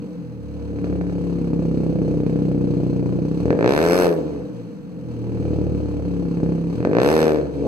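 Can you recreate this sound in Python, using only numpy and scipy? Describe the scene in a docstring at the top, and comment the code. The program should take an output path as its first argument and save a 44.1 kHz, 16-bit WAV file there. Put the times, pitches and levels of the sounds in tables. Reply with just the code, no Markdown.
"""First you hear a four-cylinder car burbling at a fast idle, from the ground behind its sports exhaust.
Each firing sends a pulse down the pipe, which rings with a low drone, and a puff of gas out of the tips.
The car is revved twice and coughs at each stab of the throttle. Under load the pulses steepen into cracks
and the gas rasps; off the throttle the drone takes over. A carport echoes it all over faint outdoor air,
and two microphones hear the exhaust at slightly different times."""
import sys
import numpy as np
from scipy import signal
from scipy.fft import rfft, irfft
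from scipy.io import wavfile

SR = 44100
rng = np.random.default_rng(int(sys.argv[2]) if len(sys.argv) > 2 else 0)


def pcm_store(signal):
    """Save signal as 16-bit PCM."""
    levels = np.round(np.clip(np.atleast_2d(signal), -1, 1) * 32767)
    wavfile.write(sys.argv[1], SR, levels.astype(np.int16).T)


N = 338247
TIME = np.arange(N) / SR
HZ = np.fft.rfftfreq(32768, 1 / SR)

# How fast the engine runs: time_s, firings_per_s
ENGINE_SPEED = [(0, 47.6), (.4, 36.7), (1.1, 35.2), (1.6, 33.3), (3.09, 30.71), (3.35, 32.88),
                (3.51, 42.08), (3.84, 84.16), (3.99, 90.43), (4.7, 51.97), (4.94, 42.62), (5.15, 38.25),
                (5.83, 36.71), (6.4, 33.28), (6.69, 33.8), (6.89, 47.82), (7.12, 78.67), (7.25, 78.7),
                (7.46, 71.55), (7.67, 70.01)]
# How hard the cylinders fire: time_s, effort_db
ENGINE_EFFORT = [(0.0, -37), (0.38, -42.5), (0.92, -30.5), (1.05, -33.5), (2.11, -27.5), (3.4, -31.5),
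                 (3.53, -16), (3.57, -24.5), (3.65, -15), (3.76, -25.5), (3.8, -18), (4.06, -16.5),
                 (4.31, -32.5), (4.36, -32.5), (4.83, -43.5), (5.6, -27), (5.85, -32.5), (6.41, -32),
                 (6.43, -26.5), (6.58, -32.5), (6.77, -33.5), (6.86, -20.5), (7.22, -15.5), (7.35, -18.5),
                 (7.5, -34.5), (7.67, -20.5)]
# Firings that burn harder (each layer scales the extra its own way): time_s, extra_db
HARD_FIRINGS = [(.845, 12), (1.016, 14), (1.54, 8.5), (2.026, 4.5), (2.265, 6.5), (2.295, 5), (2.358, 3),
                (2.515, 6.5), (3.067, 4.5), (3.458, 9), (3.506, 5.5), (3.693, 4.5), (3.778, 6), (5.456, 4),
                (6.43, 10.5), (6.852, 8.5), (6.986, 6), (7.229, 0)]
# Each part grows with effort, then flattens past a bend:
# level_at_bend_db, effort_at_bend_db, db_per_db_below, db_per_db_above
BOOM_GROWTH = (-20.5, -29.5, 0.855, 0.1545)
BODY_GROWTH = (-28, -30.5, 1.28, 0.4)
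CRACK_GROWTH = (-46, -33.5, 3, 0)
FLOW_GROWTH = (-59.5, -31, 0.69, 0.05)
# The notes the pipe rings at (its standing waves): pitch_hz, width_hz, height_db
PIPE_NOTES = [(72.35, 4.6, 20.5), (116.4, 11.1, 21.5), (154, 9, 7), (174.1, 32.4, 10.5), (244, 14, 4),
              (292.5, 5, 8), (313, 120, -6.5), (416, 28, 11), (438.4, 55, 9), (486.7, 51, 12.5),
              (480.5, 8.9, 6), (636, 42, 8.5), (720, 31, 10.5), (822, 21, 17.5)]
# Echoes in the muffler's chambers: round_trip_s
MUFFLER_ECHOES = [.007, 0.01]
# Tone of the muffled puff, direct blow, slow gas, fast gas and shock front: pitch_hz, gain_db
PUFF_TONE = [(25, -46), (45, -18), (62, -5), (80, 1), (100, -7.5), (165, 3), (310, 8), (370, -9), (480, 9),
             (600, -3.5), (800, -19), (1100, -24), (2000, -72.5)]
BLOW_TONE = [(40, -37), (120, -7.5), (250, 5), (380, 5.5), (500, 8), (650, -1.5), (900, -24), (1500, -36),
             (3000, -56.5)]
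HISS_TONE = [(400, 5.5), (900, 10), (1500, 1), (2000, -1.5), (2500, 1), (3050, -4.5), (3500, -3),
             (4300, -1.5), (4700, -7), (7000, -7.5), (10000, -19), (15500, -29.5)]
RASP_TONE = [(600, 15.5), (1700, 14.5), (2500, 6.5), (3100, -1), (3500, -18), (4300, 3.5), (4700, -4),
             (5200, 5.5), (7000, -5), (7700, -1), (9700, -6), (11200, -0.5), (13300, -9), (15500, -8)]
CRACK_TONE = [(30, -26), (100, 5), (300, 8.5), (560, 11), (1100, 2), (1450, -.5), (1750, 7), (2000, -4),
              (2500, -2.5), (3100, -15), (3500, -6), (4700, -13), (7000, -20), (11000, -39), (16000, -42.5)]
# Stabs of the throttle, with base levels at REV_SPEED: stab_s, lift_s, closing_s, crack_db, rush_db
THROTTLE_STABS = [(3.51, 4.047, .13, -21.5, -30.5), (6.844, 7.229, 0.26, -21.5, -30)]
# How long the carport's echo takes to fade by 60 dB: pitch_hz, fade_s
CARPORT_FADE = [(100, 0.39), (500, 1), (2000, 0.34), (8000, 0.2), (16000, 0.48)]
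# How much later the left microphone hears the pipes: pitch_hz, lag_cycles
LEFT_LAG = [(0, 0), (70, .23), (130, .16), (220, .08), (600, .01), (1250, .13), (1780, .5), (8900, 4.5),
            (16000, 8.5)]
# How much louder it hears them: pitch_hz, gain_db
LEFT_GAIN = [(60, -1.5), (150, -0.5), (380, 1.5), (950, -1), (2380, -0.5), (5980, 0.5), (15000, 0.0)]
# Tone of the outdoor air: pitch_hz, gain_db
AIR_TONE = [(20, 5), (60, -15.5), (200, 11), (600, -15.5), (1500, -8.5), (4000, -31.5), (15000, -33)]

IDLE_SPEED, REV_SPEED = 28.3, 84  # firings a second
# Above idle the pulses crowd together and the low end thins out.
DEEP_DB_PER_OCTAVE, BOOM_DB_PER_OCTAVE, BODY_DB_PER_OCTAVE = -6.5, -7, -3.5
RUSH_DB_PER_OCTAVE, RUSH_LAG_S = 21, 0.062  # the rush of gas grows with speed and trails the throttle
CRACK_DB_PER_OCTAVE = -5  # cracks are hardest while the engine still labours at low speed
PICKUP_S, OPENING_S = 0.067, 0.059  # after a stab the engine hesitates, then pulls


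def amp(db):
    """Turn decibels into a gain to multiply by."""
    return 10 ** (np.asarray(db) / 20)


def over_time(table):
    """Join a table's points with straight lines, one value per sample."""
    return np.interp(TIME, *np.transpose(table))


def over_pitch(table, hz):
    """Look up a table at the pitches hz, with octaves evenly spaced."""
    pitches, values = np.transpose(table)
    return np.interp(np.log(hz + 1), np.log(pitches + 1), values)


def colour(x, db):
    """Filter x by one gain in db for each pitch in HZ; it rings only after it is struck."""
    log_gain = np.log(amp(np.r_[db, db[-2:0:-1]]))
    spectrum = np.exp(np.conj(signal.hilbert(log_gain)))
    response = np.fft.ifft(spectrum).real
    return signal.oaconvolve(x, response[:len(db)])[:N]


def band(x, lo_hz, hi_hz):
    """Keep the part of x between two pitches."""
    return signal.sosfiltfilt(signal.butter(3, [lo_hz, hi_hz], "band", fs=SR, output="sos"), x)


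def at_level(x, db):
    """Make the average level of x follow db, while single beats still stand out."""
    window = np.hanning(SR // 8)
    power = signal.oaconvolve(x ** 2, window / window.sum(), "same")
    return amp(db) * x / np.sqrt(np.abs(power) + 1e-14)


def follow_effort(growth):
    """A level in dB that rises as the engine works harder."""
    level_db, bend_db, slope_below, slope_above = growth
    excess_db = over_time(ENGINE_EFFORT) - bend_db
    return level_db + np.where(excess_db < 0, slope_below, slope_above) * excess_db


def firings():
    """The samples at which a cylinder lets go of its gas, and each firing's extra dB."""
    count = .08 + np.cumsum(over_time(ENGINE_SPEED)) / SR
    at = np.flatnonzero(np.diff(np.floor(count)))
    extra_db = np.zeros(len(at))
    for time_s, db in HARD_FIRINGS:
        extra_db[np.argmin(abs(at / SR - time_s))] += db
    return at, extra_db


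def firing_clicks(at, db, uneven_db, jitter_s):
    """One click for each firing; no two burn quite alike."""
    size, late = rng.standard_normal((1000, 2))[:len(at)].T
    moments = at + (late * jitter_s * SR).astype(int)
    clicks = np.zeros(N)
    clicks[np.clip(moments, 0, N - 1)] = amp(db + uneven_db * size)
    return clicks


def gusts(clicks, decay_s, steady):
    """Swirling gas flares at each firing and dies away over a steady flow."""
    flare = signal.lfilter([1], [1, -np.exp(-1 / (decay_s * SR))], clicks)
    return (at_level(flare, 0) + steady) * rng.standard_normal(N)


def muffler(x, bounce):
    """Echoes inside the chambers smear each pulse in time without changing its tone."""
    hz = np.fft.rfftfreq(2 * N, 1 / SR)
    spectrum = rfft(x, 2 * N)
    for round_trip_s in MUFFLER_ECHOES:
        echo = np.exp(-2j * np.pi * hz * round_trip_s)
        spectrum = spectrum * (bounce + echo) / (1 + bounce * echo)
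    return irfft(spectrum)[:N]


def pipe_drone(at, extra_db):
    """Pulses and swirling gas make the pipe ring; strong pulses also punch straight through."""
    speed, effort_db, crack_db = over_time(ENGINE_SPEED), over_time(ENGINE_EFFORT), crack_level()
    clicks = firing_clicks(at, 0.36 * extra_db, uneven_db=1.5, jitter_s=.00008)
    pulses = at_level(clicks, 0)
    swirl = band(at_level(gusts(clicks, decay_s=.028, steady=0.55), 0), 137, 3000)
    # At high speed with the throttle shut, the pulses dissolve into churning gas.
    coasting = np.clip((speed - 36) / 15, 0, 1) * np.clip(-(crack_db + 42) / 10, 0, 1)
    churn = np.interp(crack_db, [-40, -24], [.38, .36]) + coasting
    # The muffler smears weak pulses; strong ones keep their shape.
    force = np.clip((effort_db + 39) / 9, 0, 1)
    drive = force * pulses + (1 - force) * muffler(pulses, bounce=0.67) + churn * swirl
    peaks = sum((amp(db) ** 2 - 1) / (1 + (2 * (HZ - hz) / width) ** 2) ** 1.42
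                for hz, width, db in PIPE_NOTES)
    ring = colour(drive, over_pitch(PUFF_TONE, HZ) + 10 * np.log10(1 + np.abs(peaks)))
    # The direct blow is struck a fraction of a millisecond early, so its front lands on the firing.
    blows = firing_clicks(at - round(0.00063 * SR), 0.54 * extra_db, uneven_db=1.5, jitter_s=0.00014)
    punch_db = np.interp(effort_db, [-42, -30, -18], [-10, 5, 7])
    sound = ring + colour(at_level(blows, 0) * amp(punch_db), over_pitch(BLOW_TONE, HZ))
    # The low boom, middle body and higher bark each get their own level.
    boom, body, bark = band(sound, 56, 248), band(sound, 266, 349.3), band(sound, 344, 1600)
    octaves = np.maximum(np.log2(speed / IDLE_SPEED), 0)
    boom = boom - (1 - amp(DEEP_DB_PER_OCTAVE * octaves)) * band(boom, 30, 110)
    boom_db = follow_effort(BOOM_GROWTH) + BOOM_DB_PER_OCTAVE * octaves
    body_db = follow_effort(BODY_GROWTH) + BODY_DB_PER_OCTAVE * octaves
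    return at_level(boom, boom_db) + at_level(body, body_db) + at_level(bark, effort_db - 2.44)


def wavering(fastest_hz):
    """The gas flow wavers at random, typically by 1 dB."""
    rates_hz, starts = np.geomspace(fastest_hz / 10, fastest_hz, num=12), rng.random(12)
    swell = sum(np.sin(2 * np.pi * (hz * TIME + start)) for hz, start in zip(rates_hz, starts))
    return swell / swell.std()


def gas_hiss(at, extra_db):
    """Gas leaves the tips in puffs: a soft hiss at idle, a bright rasp at full flow."""
    flow_db = flow_level() + wavering(fastest_hz=14)
    clicks = firing_clicks(at, 1.1 * extra_db, uneven_db=0, jitter_s=.0001)
    fast = np.clip((flow_db + 59) / 12, 0, 1)
    hiss = colour(gusts(clicks, decay_s=0.018, steady=0.67), over_pitch(HISS_TONE, HZ))
    rasp = colour(gusts(clicks, decay_s=0.0017, steady=0.89), over_pitch(RASP_TONE, HZ))
    return np.sqrt(1 - fast) * at_level(hiss, flow_db + 10) + np.sqrt(fast) * at_level(rasp, flow_db + 1.5)


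def bump(time_s, width_s):
    """A brief swell of height 1 around a moment."""
    return np.exp(-((TIME - time_s) / width_s) ** 2)


def throttle(stab_s, lift_s, closing_s):
    """From 0 (shut) to 1 (open): it opens soon after the stab and closes once the foot lifts."""
    opening = np.clip((TIME - stab_s - PICKUP_S) / OPENING_S, 0, 1)
    closing = np.clip(1 - (TIME - lift_s) / closing_s, 0, 1) ** 2
    return opening * closing


def flow_level():
    """Gas flow in dB: a trickle at idle, a hiss before each stab, a rush, then a sigh after the lift."""
    gain = amp(follow_effort(FLOW_GROWTH))
    speed_db = RUSH_DB_PER_OCTAVE * np.log2(over_time(ENGINE_SPEED) / REV_SPEED)
    for stab_s, lift_s, closing_s, _, rush_db in THROTTLE_STABS:
        hiss = amp(-61.5) * bump(stab_s - 0.095, width_s=0.064)
        rush = amp(rush_db + speed_db) * throttle(stab_s + RUSH_LAG_S, lift_s, closing_s) ** 2.13
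        sigh = amp(-46.5) * bump(lift_s + 0.075, width_s=0.054)
        gain = gain + hiss + rush + sigh
    return 20 * np.log10(gain)


def crack_level():
    """Crack strength in dB: faint at idle, a cough at each stab, full with the throttle open."""
    pops_db = 0.5 * sum(db * bump(time_s, width_s=0.068) for time_s, db in HARD_FIRINGS)
    gain = amp(follow_effort(CRACK_GROWTH) + pops_db)
    speed_db = CRACK_DB_PER_OCTAVE * np.log2(over_time(ENGINE_SPEED) / REV_SPEED)
    for stab_s, lift_s, closing_s, crack_db, _ in THROTTLE_STABS:
        cough = amp(-26.5) * bump(stab_s, width_s=0.031)
        pull = amp(crack_db + speed_db) * throttle(stab_s, lift_s, closing_s)
        gain = gain + cough + pull
    return 20 * np.log10(gain)


def cracks(at, extra_db):
    """Under load the front of each pulse steepens into a shock, heard as a crack."""
    crack_db = crack_level()
    uneven_db = np.interp(crack_db[at], [-42, -24], [4, 2.8])  # an open throttle burns more evenly
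    clicks = firing_clicks(at, extra_db, uneven_db, jitter_s=.00002)
    slack = np.clip(-(crack_db + 44.5) / 12, 0, 1)  # at idle the front crumbles into a puff
    puffs = at_level(gusts(clicks, decay_s=.005, steady=.15), 0)
    drive = at_level(clicks, 0) + amp(-10 + 13 * slack) * puffs
    sharp = colour(drive, over_pitch(CRACK_TONE, HZ))
    steep = np.clip((flow_level() + 65) / 18, .2, 1)  # only fast gas keeps all the treble
    front = steep * sharp + (1 - steep) * band(sharp, 150, 2600)
    return at_level(front, crack_db - 3.6 - 4 * slack)


def carport(x):
    """Roof, walls and floor throw back a blur of echoes, different at each microphone."""
    echoes = rng.standard_normal((2, SR // 2))
    echoes[:, :round(.006 * SR)] = 0  # the gap before the first echo
    hz, time_s, spectra = signal.stft(echoes, SR, nperseg=256)
    fade = amp(-60 * time_s / over_pitch(CARPORT_FADE, hz)[:, None])
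    tail = signal.istft(spectra * fade, SR)[1]
    return signal.fftconvolve(x[None], tail / np.linalg.norm(tail[0]), axes=1)[:, :N]


def microphones(x):
    """The direct sound reaches the right microphone first, and each hears a slightly different tone."""
    hz = np.fft.rfftfreq(N, 1 / SR)
    lag_cycles = np.interp(hz, *np.transpose(LEFT_LAG))
    left = np.exp(-1j * np.pi * lag_cycles) * amp(over_pitch(LEFT_GAIN, hz) / 2)
    return irfft(rfft(x) * np.array([left, 1 / left]), N)  # each side takes half the difference


def outdoor_air():
    """A faint, steady hush from the yard."""
    air = np.array([colour(noise, over_pitch(AIR_TONE, HZ)) for noise in rng.standard_normal((2, N))])
    return amp(-51) * air / air.std()


def scene():
    """Add up the exhaust, its echoes and the outdoor air."""
    at, extra_db = firings()
    drone = pipe_drone(at, extra_db)
    edge = cracks(at, extra_db) + gas_hiss(at, extra_db)
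    trapped = band(drone, 84, 3000)  # the deep bass escapes through the open sides
    return microphones(drone + edge) + carport(amp(-11) * trapped + amp(-9.5) * edge) + outdoor_air()


def record(dry):
    """Overload rounds off the hardest cracks, then the highest treble is cut."""
    rounded = dry / (1 + (dry / .92) ** 6) ** (1 / 6)
    treble_cut = signal.firwin(511, cutoff=15850, window=("kaiser", 9), fs=SR)
    return signal.oaconvolve(rounded, treble_cut[None], "same")


dry = scene()
out = record(dry)
pcm_store(out)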